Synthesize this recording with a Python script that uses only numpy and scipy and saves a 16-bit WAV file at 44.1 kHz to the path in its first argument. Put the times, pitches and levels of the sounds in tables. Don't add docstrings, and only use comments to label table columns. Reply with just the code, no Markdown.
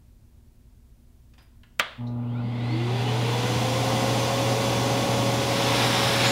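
import sys
import numpy as np
from scipy import signal
from scipy.fft import rfft, irfft, next_fast_len
from scipy.io import wavfile
from scipy.ndimage import map_coordinates

SR = 44100
rng = np.random.default_rng(int(sys.argv[2]) if len(sys.argv) > 2 else 0)


def unload_audio(sound):
    columns = np.transpose(np.atleast_2d(sound))
    steps = np.round(np.clip(columns, -1, 1) * 32767)
    wavfile.write(sys.argv[1], SR, steps.astype(np.int16))


N = 278271
TIME = np.arange(N) / SR
HUM_HZ = 120.1
FULL_SPEED_RPS = 552.6


def amp(db):
    return 10 ** (np.asarray(db) / 20)

def unit(x):
    return x / np.sqrt(np.mean(x ** 2) + 1e-20)

def along(points, hz):
    f, v = np.transpose(points)
    return np.interp(np.log(hz + 1), np.log(f + 1), v)

def bumps(resonances, hz):
    return sum(db / (1 + (2 * (hz - centre) / width) ** 2) for centre, width, db in resonances)

def wobble(rate_hz):
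    return map_coordinates(rng.standard_normal(int(N * rate_hz / SR) + 4), [TIME * rate_hz])

def filtered(x, response):
    size = next_fast_len(N + SR // 2)
    return irfft(rfft(x, size) * response(np.fft.rfftfreq(size, 1 / SR)), size)[:N]

def noise(spectrum, resonances=()):
    white = rng.standard_normal(N)
    return unit(filtered(white, lambda hz: amp(along(spectrum, hz) + bumps(resonances, hz))))

def decay(start_s, t60_s):
    return (TIME >= start_s) * amp(-60 * np.clip((TIME - start_s) / t60_s, 0, 10))

def ramp(start_s, length_s):
    return np.clip((TIME - start_s) / length_s, 0, 1)


# frequency in Hz, relative noise density in dB.
FLOOR_SPECTRUM = [(12, -33), (20, -1.5), (123, -7.5), (181, -21), (239, -14), (268, -23.5), (364, -23.5),
                  (442, -30.5), (691, -34), (840, -37.5), (913, -34), (1050, -39.5), (1140, -40),
                  (2490, -43), (15700, -46)]

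def room_floor():
    mains = amp(-57.5) * np.sin(np.pi * HUM_HZ * TIME)
    overtone = amp(-67) * np.sin(4 * np.pi * HUM_HZ * TIME + .5 * wobble(5.77))
    return amp(-54) * noise(FLOOR_SPECTRUM) + mains + overtone


# frequency in Hz, reverberation t60 in seconds.
ROOM_DECAY = [(150, 0.39), (1000, 0.75), (3500, 0.5), (6000, .25), (14000, 0.12)]

def workshop(x, wet_db):
    hz, t, bins = signal.stft(rng.standard_normal(SR // 2), SR, nperseg=256)
    tail = signal.istft(bins * amp(-60 * t / along(ROOM_DECAY, hz)[:, None]), SR, nperseg=256)[1]
    tail *= 1 - np.exp(-np.arange(len(tail)) / SR / .0043)
    return x + amp(wet_db) * signal.fftconvolve(x, tail / np.linalg.norm(tail))[:N]


# start in seconds, level in dB, centre in Hz, half width in octaves, t60 in seconds.
KNOB_TOUCHES = [(1.337, -57, 1500, 1.5, 0.073), (1.38, -54.5, 1070, 1.75, 0.21),
                (1.382, -66, 4930, .05, 0.28), (1.425, -67, 10950, .5, .12),
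                (1.634, -50, 1620, 0.95, 0.059), (2.068, -51, 3980, .1, 0.079),
                (2.072, -60, 5000, 0.39, 0.11)]

def touches():
    out = np.zeros(N)
    for start_s, db, centre_hz, octaves, t60_s in KNOB_TOUCHES:
        band = lambda hz: 1 / (1 + (np.log2((hz + 1) / centre_hz) / octaves) ** 4)
        out += amp(db) * decay(start_s, t60_s) * unit(filtered(rng.standard_normal(N), band))
    return workshop(out, wet_db=-8.5)


# start in seconds, relative ring level in dB, crack level in dB.
SWITCH_CONTACTS = [(1.7925, -41, -32), (1.7961, -13.5, -18), (1.8007, -34, -27), (1.8049, -19.5, -43)]
# frequency in Hz, relative level in dB, t60 in seconds.
PANEL_MODES = [(522, -6.5, 0.05), (910, -22, .09), (1183, -5.5, 0.083), (1233, -13, 0.1), (1400, -4, 0.027),
               (1730, -9, 0.05), (1940, 0, 0.052), (2090, 4, 0.023), (2350, -1, 0.021), (2580, 0, 0.026),
               (2900, 0, .02), (3160, -3, .04), (3660, -10, 0.026)]
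# frequency in Hz, relative noise density in dB.
CLATTER_SPECTRUM = [(100, -17), (350, -16.5), (550, -6.5), (850, -8.5), (1200, -4.5), (1500, -4),
                    (2000, -6), (2700, -9.5), (3400, -5.5), (4300, -16.5), (5500, -28), (9000, -38),
                    (15000, -55)]

def switch():
    out = np.zeros(N)
    t = TIME[:SR // 4]
    crack_spectrum = [(100, -17), (2000, 2), (5000, 8), (7300, 5), (9000, -3), (15000, -1)]  # Hz, dB
    for start_s, ring_db, crack_db in SWITCH_CONTACTS:
        ring = sum(amp(db - 60 * t / t60_s) * np.sin(2 * np.pi * (hz * t + rng.random()))
                   for hz, db, t60_s in PANEL_MODES)
        out[round(start_s * SR):][:len(t)] += amp(ring_db - 4.5) * ring * (1 - np.exp(-t / .0005))
        out += amp(crack_db) * decay(start_s, t60_s=.013) * noise(crack_spectrum)
    blow_s = SWITCH_CONTACTS[1][0]
    attack = 1 - np.exp(-np.abs(TIME - blow_s) / .0001)
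    thrust = .4 * attack * decay(blow_s, t60_s=.006) * np.sin(2 * np.pi * 2400 * (TIME - blow_s))
    clatter_envelope = amp(-18) * decay(blow_s, t60_s=.06) + amp(-30.5) * decay(blow_s, t60_s=.5)
    return workshop(out + thrust, wet_db=-26) + clatter_envelope * noise(CLATTER_SPECTRUM)


def shaft_speed(start_s=1.845, time_constant_s=.985, softness=1.63):
    elapsed = np.maximum(TIME - start_s, 0) / time_constant_s
    return FULL_SPEED_RPS * (1 - np.exp(-elapsed ** softness))

def growth_db(speed_rps, full_db, range_db, bend):
    return full_db - range_db * np.abs(1 - speed_rps / FULL_SPEED_RPS) ** bend


# multiple of HUM_HZ, relative level in dB at standstill, the same at full speed.
HUM_HARMONICS = [(1, -1.5, 1.5), (2, -5, -22), (3, -28.5, -33), (4, -27, -21), (5, -23.5, -44),
                 (6, -36, -55), (7, -25, -44), (8, -32.5, -28), (10, -31, -47)]

def hum(speed_rps, inlet_near, base_db=-30.5, surge_db=4.5, away_db=1.5):
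    run_up = speed_rps / FULL_SPEED_RPS
    load = run_up ** 2.2 * (1 - run_up)
    level_db = base_db + surge_db * load / load.max() - away_db * inlet_near
    phase = 2 * np.pi * HUM_HZ * TIME + .022 * wobble(17)
    tones = np.zeros(N)
    for multiple, still_db, full_db in HUM_HARMONICS:
        gain = amp(still_db + (full_db - still_db) * run_up ** 2)
        tones += gain * np.sin(multiple * phase + rng.uniform(0, 2 * np.pi))
    return amp(level_db + .51 * wobble(7)) * np.sqrt(2) * tones


# centre in Hz, width in Hz, boost in dB (negative: a notch).
MOUNT_RESONANCES = [(206, 25, 16), (266, 49, -13), (318, 25, 13), (357, 51, 9.5)]
# multiple of shaft speed, peak level in dB,
# loudest speed in turns per second, spread in turns per second, phase blur rate in Hz.
SHAFT_TONES = [(2, -41, 525, 55, 5), (2, -44, 426, 40, 28), (7, -38.5, 424, 5.9, 14),
               (14, -57, 172, 17, 40), (14, -55, 265, 31, 76), (14, -47, 307, 10, 25),
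               (22, -60, 140, 30, 190), (22, -64.5, 208, 17, 200)]

def whine(speed_rps):
    angle = 2 * np.pi * np.cumsum(speed_rps) / SR
    unbalance_db = growth_db(speed_rps, full_db=-32.5, range_db=26, bend=.98)
    unbalance_db += bumps(MOUNT_RESONANCES, speed_rps)
    out = amp(unbalance_db + .3 * wobble(8)) * np.sin(angle + .084 * wobble(21))
    for multiple, db, peak_rps, spread_rps, blur_hz in SHAFT_TONES:
        swell = np.exp(-.5 * ((speed_rps - peak_rps) / spread_rps) ** 2) * amp(db + wobble(22))
        out += swell * np.sin(multiple * angle + 2.36 * wobble(blur_hz))
    return np.sqrt(2) * out


def pipe(x, echo_db, count=24):
    delays_s = rng.uniform(.008, .04, count)
    echoes = sum(rng.choice([-1, 1]) * np.pad(x, (round(s * SR), 0))[:N] for s in delays_s)
    return unit(x + amp(echo_db) * echoes / np.sqrt(count))


# centre in Hz, width in Hz, boost in dB (negative: a notch).
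DUCT_RESONANCES = [(212.4, 43, 7.5), (264, 41, 6), (441, 58, 2.5), (736, 70, 5.5), (817, 15, 3),
                   (1460, 61, 6.5), (2038, 130, 5), (2450, 300, 2.5), (2810, 150, 2.5), (3445, 110, 6),
                   (4540, 17, 8), (4730, 44, 7), (5030, 47, 9), (5210, 99, 2), (4600, 54, -9),
                   (4920, 90, -2), (5680, 320, 4.5), (6210, 130, 6.5), (7430, 250, 1), (9080, 500, 4.5),
                   (11800, 400, -5), (12070, 300, 6.5), (15450, 150, 2)]
# frequency in Hz, relative noise density in dB.
RUMBLE_SPECTRUM = [(25, -36), (50, -16.5), (85, -0.5), (130, 2), (230, -3), (320, 1), (400, -12),
                   (600, -11.5), (1000, -34), (2000, -92)]
ROAR_SPECTRUM = [(100, -36), (250, -16), (420, 2), (620, -2), (800, 0), (1050, -1.5), (1250, -9.5),
                 (1600, -20), (3000, -23), (8000, -95)]
RUSH_SPECTRUM = [(500, -17), (1200, -2.5), (1700, -1.5), (2200, 0), (3300, 2), (4000, -1.5), (4700, -5),
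                 (6000, -31), (8000, -20), (16000, -54)]
FIZZ_SPECTRUM = [(2000, -33), (4000, 3.5), (5400, 3), (6300, 2.5), (7300, 1.5), (8300, -6), (9800, -3.5),
                 (11500, -6), (13000, -9.5), (15700, -13)]

def airflow(speed_rps):
    rumble_db = growth_db(speed_rps, full_db=-30.5, range_db=20.3, bend=1.2)
    roar_db = growth_db(speed_rps, full_db=-29, range_db=26.2, bend=1.08)
    rush_db = growth_db(speed_rps, full_db=-33.5, range_db=49, bend=1.95)
    fizz_db = growth_db(speed_rps, full_db=-36.5, range_db=64, bend=1.29)
    rumble = amp(rumble_db + .69 * wobble(12)) * noise(RUMBLE_SPECTRUM, DUCT_RESONANCES)
    roar = amp(roar_db + .32 * wobble(19)) * noise(ROAR_SPECTRUM, DUCT_RESONANCES)
    rush = amp(rush_db + .38 * wobble(18)) * pipe(noise(RUSH_SPECTRUM, DUCT_RESONANCES), echo_db=-13)
    fizz = amp(fizz_db) * pipe(noise(FIZZ_SPECTRUM, DUCT_RESONANCES), echo_db=-9.5)
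    return rumble + roar + rush + fizz


# peak time in seconds, half length in seconds, centre in Hz, width in Hz, level in dB.
WHISTLES_AND_SCRAPES = [(2.22, 0.13, 1400, 200, -62), (2.394, 0.052, 1410, 160.6, -52),
                        (2.73, 0.23, 2076, 280, -46), (6.235, 0.038, 2440, 802, -28.5),
                        (6.263, .05, 3950, 1100, -32.5), (6.282, 0.044, 7000, 900, -35)]

def whistles_and_scrapes():
    out = np.zeros(N)
    for peak_s, half_s, hz, width_hz, db in WHISTLES_AND_SCRAPES:
        phase = 2 * np.pi * hz * TIME
        band = unit(wobble(width_hz) * np.sin(phase) + wobble(width_hz) * np.cos(phase))
        out += amp(db) * np.exp(-((TIME - peak_s) / half_s) ** 2) * band
    return out


# frequency in Hz, relative noise density in dB.
SUCTION_SPECTRUM = [(250, -19), (700, -0.5), (1300, -0.5), (2500, -2), (3800, 0), (4500, -7), (5400, -2.5),
                    (6200, -15.5), (8000, -16), (10000, -16.5), (13000, -23), (15700, -28)]

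def inlet(inlet_near, close_db=-26):
    return inlet_near * amp(close_db + .3 * wobble(20)) * pipe(noise(SUCTION_SPECTRUM), echo_db=-5.5)


def scene():
    speed_rps = shaft_speed()
    power = ramp(start_s=1.975, length_s=.035)
    inlet_near = ramp(start_s=5.357, length_s=.44)
    motor = power * (hum(speed_rps, inlet_near) + whine(speed_rps) + airflow(speed_rps))
    mono = room_floor() + touches() + switch() + motor + inlet(inlet_near) + whistles_and_scrapes()
    return np.array([mono, mono])

def record(dry, cutoff_hz=15750):
    return np.array([filtered(channel, lambda hz: hz < cutoff_hz) for channel in dry])


dry = scene()
out = record(dry)
unload_audio(out)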